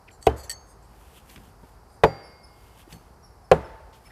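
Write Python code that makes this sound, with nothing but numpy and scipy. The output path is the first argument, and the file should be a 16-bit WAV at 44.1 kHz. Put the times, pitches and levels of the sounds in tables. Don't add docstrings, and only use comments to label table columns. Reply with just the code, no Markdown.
import sys
import numpy as np
from scipy import signal
from scipy.fft import rfft, irfft, next_fast_len
from scipy.io import wavfile
from scipy.ndimage import uniform_filter1d, minimum_filter1d

SR = 44100
rng = np.random.default_rng(int(sys.argv[2]) if len(sys.argv) > 2 else 0)


def store_wav(level_fs):
    pcm = np.round(np.clip(np.atleast_2d(level_fs), -1, 1) * 32767)
    wavfile.write(sys.argv[1], SR, pcm.T.astype(np.int16))


N = 181603
AGE_S = np.arange(48000) / SR


def amp(db):
    return 10 ** (np.asarray(db) / 20)


def unit_rms(x):
    return x / np.sqrt(np.mean(x ** 2) + 1e-20)


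def log_interp(points, hz):
    freq_hz, value = np.transpose(points)
    return np.interp(np.log(hz + 1), np.log(freq_hz + 1), value)


def add(mix, start_s, sound):
    part = mix[max(round(start_s * SR), 0):][:len(sound)]
    part += sound[:len(part)]


def noise(colour, size=len(AGE_S)):
    padded = next_fast_len(size)
    gain = amp(log_interp(colour, np.fft.rfftfreq(padded, 1 / SR)))
    return unit_rms(irfft(rfft(rng.standard_normal(padded)) * gain, padded)[:size])


def flutter(smooth_samples, size=len(AGE_S)):
    return unit_rms(uniform_filter1d(rng.standard_normal(size), smooth_samples))


def attack(rise_s):
    return 1 - np.exp(-AGE_S / rise_s)


def decay(t60_s):
    return np.exp(-np.log(1000) * AGE_S / t60_s)


def burst(colour, band_decays, size=len(AGE_S)):
    spectrum, hz = rfft(noise(colour, size)), np.fft.rfftfreq(size, 1 / SR)
    centres_hz, t60s_s = np.transpose(band_decays)
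    shares = [log_interp(np.c_[centres_hz, pick], hz) for pick in np.eye(len(centres_hz))]
    bands = [irfft(spectrum * share, size) for share in shares]
    return sum(band * decay(t60_s)[:size] for band, t60_s in zip(bands, t60s_s))


def mode(freq_hz, level_db, t60_s, phase_turns=0):
    return amp(level_db) * decay(t60_s) * np.sin(2 * np.pi * (freq_hz * AGE_S + phase_turns))


def chirps(notes, waver_rms, octave_db, droop_power):
    out = np.zeros(N)
    for start_s, length_s, pitch_hz, fall_fraction, level_db in notes:
        progress = np.minimum(AGE_S / length_s, 1)
        bend = 1 - fall_fraction * progress ** droop_power + waver_rms * flutter(40)
        phase = 2 * np.pi * np.cumsum(pitch_hz * bend) / SR
        tone = np.sin(phase) + amp(octave_db) * np.sin(2 * phase)
        add(out, start_s, amp(level_db) * np.sin(np.pi * progress) * tone)
    return out


# freq_hz, level_db
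AIR_COLOUR = [(20, -33.5), (35, -9), (50, 0.5), (70, -3.5), (130, -10.5), (285, -20), (400, -15.5),
              (575, -20), (800, -14.5), (1300, -22), (3500, -44.5), (4700, -32), (6300, -40.5),
              (12000, -40.5), (16000, -53.5)]


def air(wash_db=-52.5, rumble_db=-56):
    rumble = noise([(25, -21.5), (45, -2.5), (55, 4.5), (66, -4), (90, -22.0), (300, -77.5)], N)
    return amp(wash_db) * noise(AIR_COLOUR, N) + amp(rumble_db) * rumble


# start_s, length_s, pitch_hz, fall_fraction, level_db
SQUEAKS = [(0.077, 0.02, 2810, 0.41, -45.5), (0.10, 0.019, 2670, .1, -56), (4.05, 0.038, 2280, 0.107, -55),
           (4.098, 0.029, 1856, 0.018, -48)]


def squeaks():
    return chirps(SQUEAKS, waver_rms=0.13, octave_db=-16.5, droop_power=1.75)


# start_s, length_s, pitch_hz, fall_fraction, level_db
PEEPS = [(2.22, 0.071, 5290, 0.015, -58.5), (2.43, 0.029, 5240, 0.046, -54),
         (3.222, 0.052, 5630, 0.14, -58.5), (3.438, 0.029, 5300, 0.024, -65),
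         (3.638, 0.028, 5290, .05, -60), (4.049, 0.034, 5300, 0.022, -57.5)]


def bird(echo_db=-1.0, echo_t60_s=0.42):
    peeps = chirps(PEEPS, waver_rms=0.007, octave_db=-6.5, droop_power=3.54)
    trees = rng.standard_normal(len(AGE_S)) * decay(echo_t60_s)
    return peeps + amp(echo_db) * signal.fftconvolve(peeps, trees / np.linalg.norm(trees))[:N]


# freq_hz, level_db
CLOTH_COLOUR = [(200, 7), (1000, 0.5), (2000, 0.5), (3000, 1), (4500, -8), (8000, -4), (12000, -3),
                (14500, -7), (16000, -31.5)]
# peak_s, level_db, swell_s, zip_db
SWISHES = [(1.07, -61, 0.18, -10), (1.17, -57.5, 0.025, -3), (1.32, -53, 0.041, -20),
           (1.45, -61.5, 0.066, -10), (1.68, -64.5, 0.078, -22), (2.66, -62, 0.14, -9),
           (2.80, -57, 0.027, -4.5), (2.928, -53, 0.031, -18), (3.04, -68.5, 0.097, -8),
           (3.96, -63, 0.027, -6), (4.07, -62, 0.053, -12)]


def cloth_swishes(grain_db=2.0, zip_band_hz=(2520, 3480), settle_ratio=1.18, bell_power=1.73):
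    out, time_s = np.zeros(N), np.arange(N) / SR
    grain = amp(grain_db * flutter(90, N))
    rub = unit_rms(noise(CLOTH_COLOUR, N) * grain)
    weave = signal.butter(2, zip_band_hz, "bandpass", fs=SR, output="sos")
    zipping = unit_rms(signal.sosfilt(weave, rng.standard_normal(N)) * grain)
    for peak_s, level_db, swell_s, zip_db in SWISHES:
        width_s = swell_s * np.where(time_s < peak_s, 1, settle_ratio)
        speed = np.exp(-abs((time_s - peak_s) / width_s) ** bell_power)
        out += amp(level_db) * speed * (rub + amp(zip_db) * zipping)
    return out


# start_s, level_db, centre_hz, t60_s
TAPS = [(1.296, -48.5, 3070, 0.061), (1.3601, -39.5, 2200, 0.03), (1.377, -46, 2000, 0.021),
        (1.356, -44.5, 113, 0.4), (1.47, -48.5, 89, .25), (1.633, -38.5, 238, 0.07),
        (2.876, -41.5, 202, 0.046), (2.905, -56, 2500, 0.071), (2.9243, -41, 2900, 0.035),
        (2.926, -42, 100.4, 0.34), (3.106, -44.5, 124, 0.053), (3.929, -57.5, 2950, 0.26)]


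def snaps_and_steps(skirt_db=-16, rise_s=0.00048):
    out = np.zeros(N)
    for start_s, level_db, hz, t60_s in TAPS:
        band = [(hz / 4, skirt_db), (hz / 1.5, 0), (hz * 1.5, 0),
                (hz * 4, skirt_db), (hz * 64, 4 * skirt_db)]
        add(out, start_s, amp(level_db) * noise(band) * decay(t60_s) * attack(rise_s))
    return out


# freq_hz, level_db, t60_s
STEEL_MODES = [(1835, -9, 0.078), (2060, -17, 0.18), (3060, -15, 0.073), (3270, -18.5, 0.087),
               (4460, -9.5, 0.055), (4560, -1, 0.031), (4488, -6, .3), (6443, -13.5, .48), (7755, -8, .12),
               (8010, -3, .06), (8090, -2, .06), (5722, -10.5, 0.085), (7230, -13, 0.083),
               (9790, -15.5, 0.12), (10100, -18.5, .08), (11240, -23, 0.14), (12200, -12, .06),
               (12520, -23, .05)]
# freq_hz, level_db
CONTACT_COLOUR = [(800, -33), (2000, -15), (4500, -1.5), (8000, 1.5), (12500, -1), (15500, -14.5)]
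# start_s, length_s, level_db, pitch_ratio
SLIDES = [(0.102, 0.064, -60.5, 0.93), (0.205, 0.08, -55, 1.01), (0.357, 0.067, -50, 1.07),
          (0.426, 0.041, -50, 1), (0.456, 0.04, -64.5, 0.76), (0.662, 0.081, -63, 1.08),
          (0.815, .055, -68, 0.99), (1.864, .15, -69, 1.125)]


def blade_slides(gripped_t60_s=0.07, grit_db=-8, catch_db=4.0, detune_rms=0.033):
    out = np.zeros(N)
    for start_s, length_s, level_db, pitch_ratio in SLIDES:
        steel = np.zeros(len(AGE_S))
        for hz, mode_db, _ in STEEL_MODES:
            gripped_hz = hz * pitch_ratio * (1 + detune_rms * rng.standard_normal())
            steel += mode(gripped_hz, mode_db / 2, gripped_t60_s, rng.random())
        catches = amp(catch_db * flutter(60))
        stroke = np.sin(np.pi * np.minimum(AGE_S / length_s, 1))
        grit = unit_rms(noise(CONTACT_COLOUR) * catches) * stroke
        ringing = signal.fftconvolve(grit, steel / np.linalg.norm(steel))[:len(AGE_S)]
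        add(out, start_s, amp(level_db) * (ringing + amp(grit_db) * grit))
    return out


# start_s, level_db, t60_ratio, pitch_ratio
CLINKS = [(0.2266, -40, 0.22, 1), (0.436, -48, 0.63, 0.98), (0.4956, -28.5, 1, 1), (0.5025, -32, 0.66, 1),
          (0.5136, -31, 0.68, 1), (0.5226, -35, 0.52, 0.99), (2.928, -49, 0.88, .98)]


def blade_clinks(tick_db=-12, tick_t60_s=0.04):
    out = np.zeros(N)
    for start_s, level_db, t60_ratio, pitch_ratio in CLINKS:
        steel = sum(mode(hz * pitch_ratio, mode_db, t60_s * t60_ratio, rng.random())
                    for hz, mode_db, t60_s in STEEL_MODES)
        tick = amp(tick_db) * noise(CONTACT_COLOUR) * decay(tick_t60_s)
        add(out, start_s, amp(level_db) * (steel + tick))
    return out


# freq_hz, early_band_db, early_t60_s, late_band_db, late_t60_s
YARD_BANDS = [(60, 1, 0.28, -16.5, 1), (250, 8, .2, -20, 0.83), (540, -3, 0.34, -9.5, 0.99),
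              (850, 2, .2, -15, 1), (1690, -6, 0.19, -21.5, 1), (2970, -22.5, 0.17, -33.5, 1),
              (6000, -30, 0.19, -39.5, 0.574), (12000, -31, 0.14, -51, .6), (16040, -43.5, 0.12, -55, 0.82)]


def yard_echo(early_db=-21, late_db=-36, early_rise_s=0.012, late_rise_s=0.061):
    out = np.zeros(N)
    hz, early_band_db, early_t60_s, late_band_db, late_t60_s = np.transpose(YARD_BANDS)
    for start_s, _, _, echo_db in THROWS:
        early = burst(np.c_[hz, early_band_db], np.c_[hz, early_t60_s]) * attack(early_rise_s)
        late = burst(np.c_[hz, late_band_db], np.c_[hz, late_t60_s]) * attack(late_rise_s)
        add(out, start_s, amp(echo_db) * (amp(early_db) * early + amp(late_db) * late))
    return out


# start_s, pitch_hz, level_db, t60_s
QUIVERS = [(0.27, 3074, -43, .19), (2.037, 797, -35, .55), (2.037, 1965, -50, .6), (2.037, 2148, -52, 2.2),
           (2.037, 4721, -46, 1.4), (2.037, 5615, -60, .7), (2.037, 7130, -53, .25),
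           (2.037, 14160, -63, .5), (3.517, 888, -41, 1.4)]


def blade_quivers():
    out = np.zeros(N)
    for start_s, pitch_hz, level_db, t60_s in QUIVERS:
        add(out, start_s, mode(pitch_hz, level_db, t60_s))
    return out


# freq_hz, level_db
WOOD_COLOUR = [(100, -12.5), (400, 1.5), (800, 5.5), (1500, -9), (3000, -10), (5000, -18.5), (8000, -25),
               (12000, -29), (16000, -41.5)]
# freq_hz, t60_s
WOOD_DECAY = [(100, 0.092), (800, 0.062), (2500, 0.039), (6000, 0.019), (15000, 0.016)]
# start_s, level_db, t60_ratio, tilt_db_per_octave
CRACKS_AND_KNOCKS = [(0.267, -23, 0.36, 8), (0.2686, -10.5, 0.72, 0.5), (0.2722, -20, 0.47, 3),
                     (0.298, -31.5, 1.2, -2), (2.0358, -8, 0.75, -1.5), (2.0383, -3, 0.49, -.5),
                     (2.0449, -12, 1.2, -2.5), (3.5149, -20, 1.13, 4.5), (3.5170, -6.5, 0.85, -0.5),
                     (3.534, -29.5, 0.73, -7), (3.546, -28.5, 2.2, -4)]


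def cracks_and_knocks(rise_s=0.00018, size=8192):
    out = np.zeros(N)
    for start_s, level_db, t60_ratio, tilt_db_per_octave in CRACKS_AND_KNOCKS:
        colour = [(hz, band_db + tilt_db_per_octave * np.log2(hz)) for hz, band_db in WOOD_COLOUR]
        band_decays = [(hz, t60_s * t60_ratio) for hz, t60_s in WOOD_DECAY]
        wood = burst(colour, band_decays, size) * attack(rise_s)[:size]
        add(out, start_s, amp(level_db) * wood)
    return out


# freq_hz, t60_s, throw1_db, throw2_db, throw3_db
PLANK_MODES = [(69.7, 0.35, -15.5, -33, -26), (114.6, 0.3, -21.5, -26.5, -30.5),
               (157.6, 0.21, -33, -20.5, -21.5), (223.4, 0.063, -39, -23.5, -31.5),
               (304, 0.066, -12.5, -22.5, -31.5), (395.6, 0.093, -10.5, -14, -11),
               (444, 0.074, -2, -0.5, -6.5), (508.7, 0.055, -39, -24, 0.5), (544, 0.12, -22, -13, -15),
               (608, 0.083, -23.5, -13.5, -18), (694.5, 0.06, -4.5, -7, -11.5),
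               (763.7, 0.054, -2.5, -2.5, -7.5), (889, 0.092, -46, -18, -21),
               (1058, 0.031, -11.5, -20, -16), (1183, 0.049, -27, -19, -20.5),
               (1380, 0.033, -24, -22, -16.5), (1700, 0.018, -19, -32.5, -4.5),
               (1956, 0.0392, -32, -20, -45), (2500, 0.034, -21, -19, -24), (2920, 0.035, -17, -26, -45)]
# start_s, level_db, sink_s, echo_db
THROWS = [(0.2689, -3.5, 0.0015, -3), (2.0354, 2, 0.0041, -1), (3.5146, 3, 0.0025, 1.5)]


def plank_thwacks(lag_turns=0.141):
    out = np.zeros(N)
    for throw, (start_s, level_db, sink_s, _) in enumerate(THROWS):
        planks = sum(mode(hz, strike_db[throw], t60_s, -lag_turns * rank)
                     for rank, (hz, t60_s, *strike_db) in enumerate(PLANK_MODES))
        add(out, start_s, amp(level_db) * planks * attack(sink_s))
    return out


def scene():
    background = squeaks() + bird() + air()
    thrower = cloth_swishes() + snaps_and_steps() + blade_slides() + blade_clinks()
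    hits = yard_echo() + blade_quivers() + cracks_and_knocks() + plank_thwacks()
    return (background + thrower + hits)[None]


def record(dry, ceiling=1.0, limiter_samples=61, low_cut_hz=40, high_cut_hz=15600):
    low_cut = signal.butter(2, low_cut_hz, "highpass", fs=SR, output="sos")
    high_cut = signal.firwin(255, high_cut_hz, window=("kaiser", 9), fs=SR)
    trimmed = signal.sosfilt(low_cut, dry)
    allowed_gain = ceiling / np.maximum(abs(trimmed), ceiling)
    smooth_gain = uniform_filter1d(minimum_filter1d(allowed_gain, limiter_samples), limiter_samples)
    return signal.oaconvolve(trimmed * smooth_gain, high_cut[None], "same")


dry = scene()
out = record(dry)
store_wav(out)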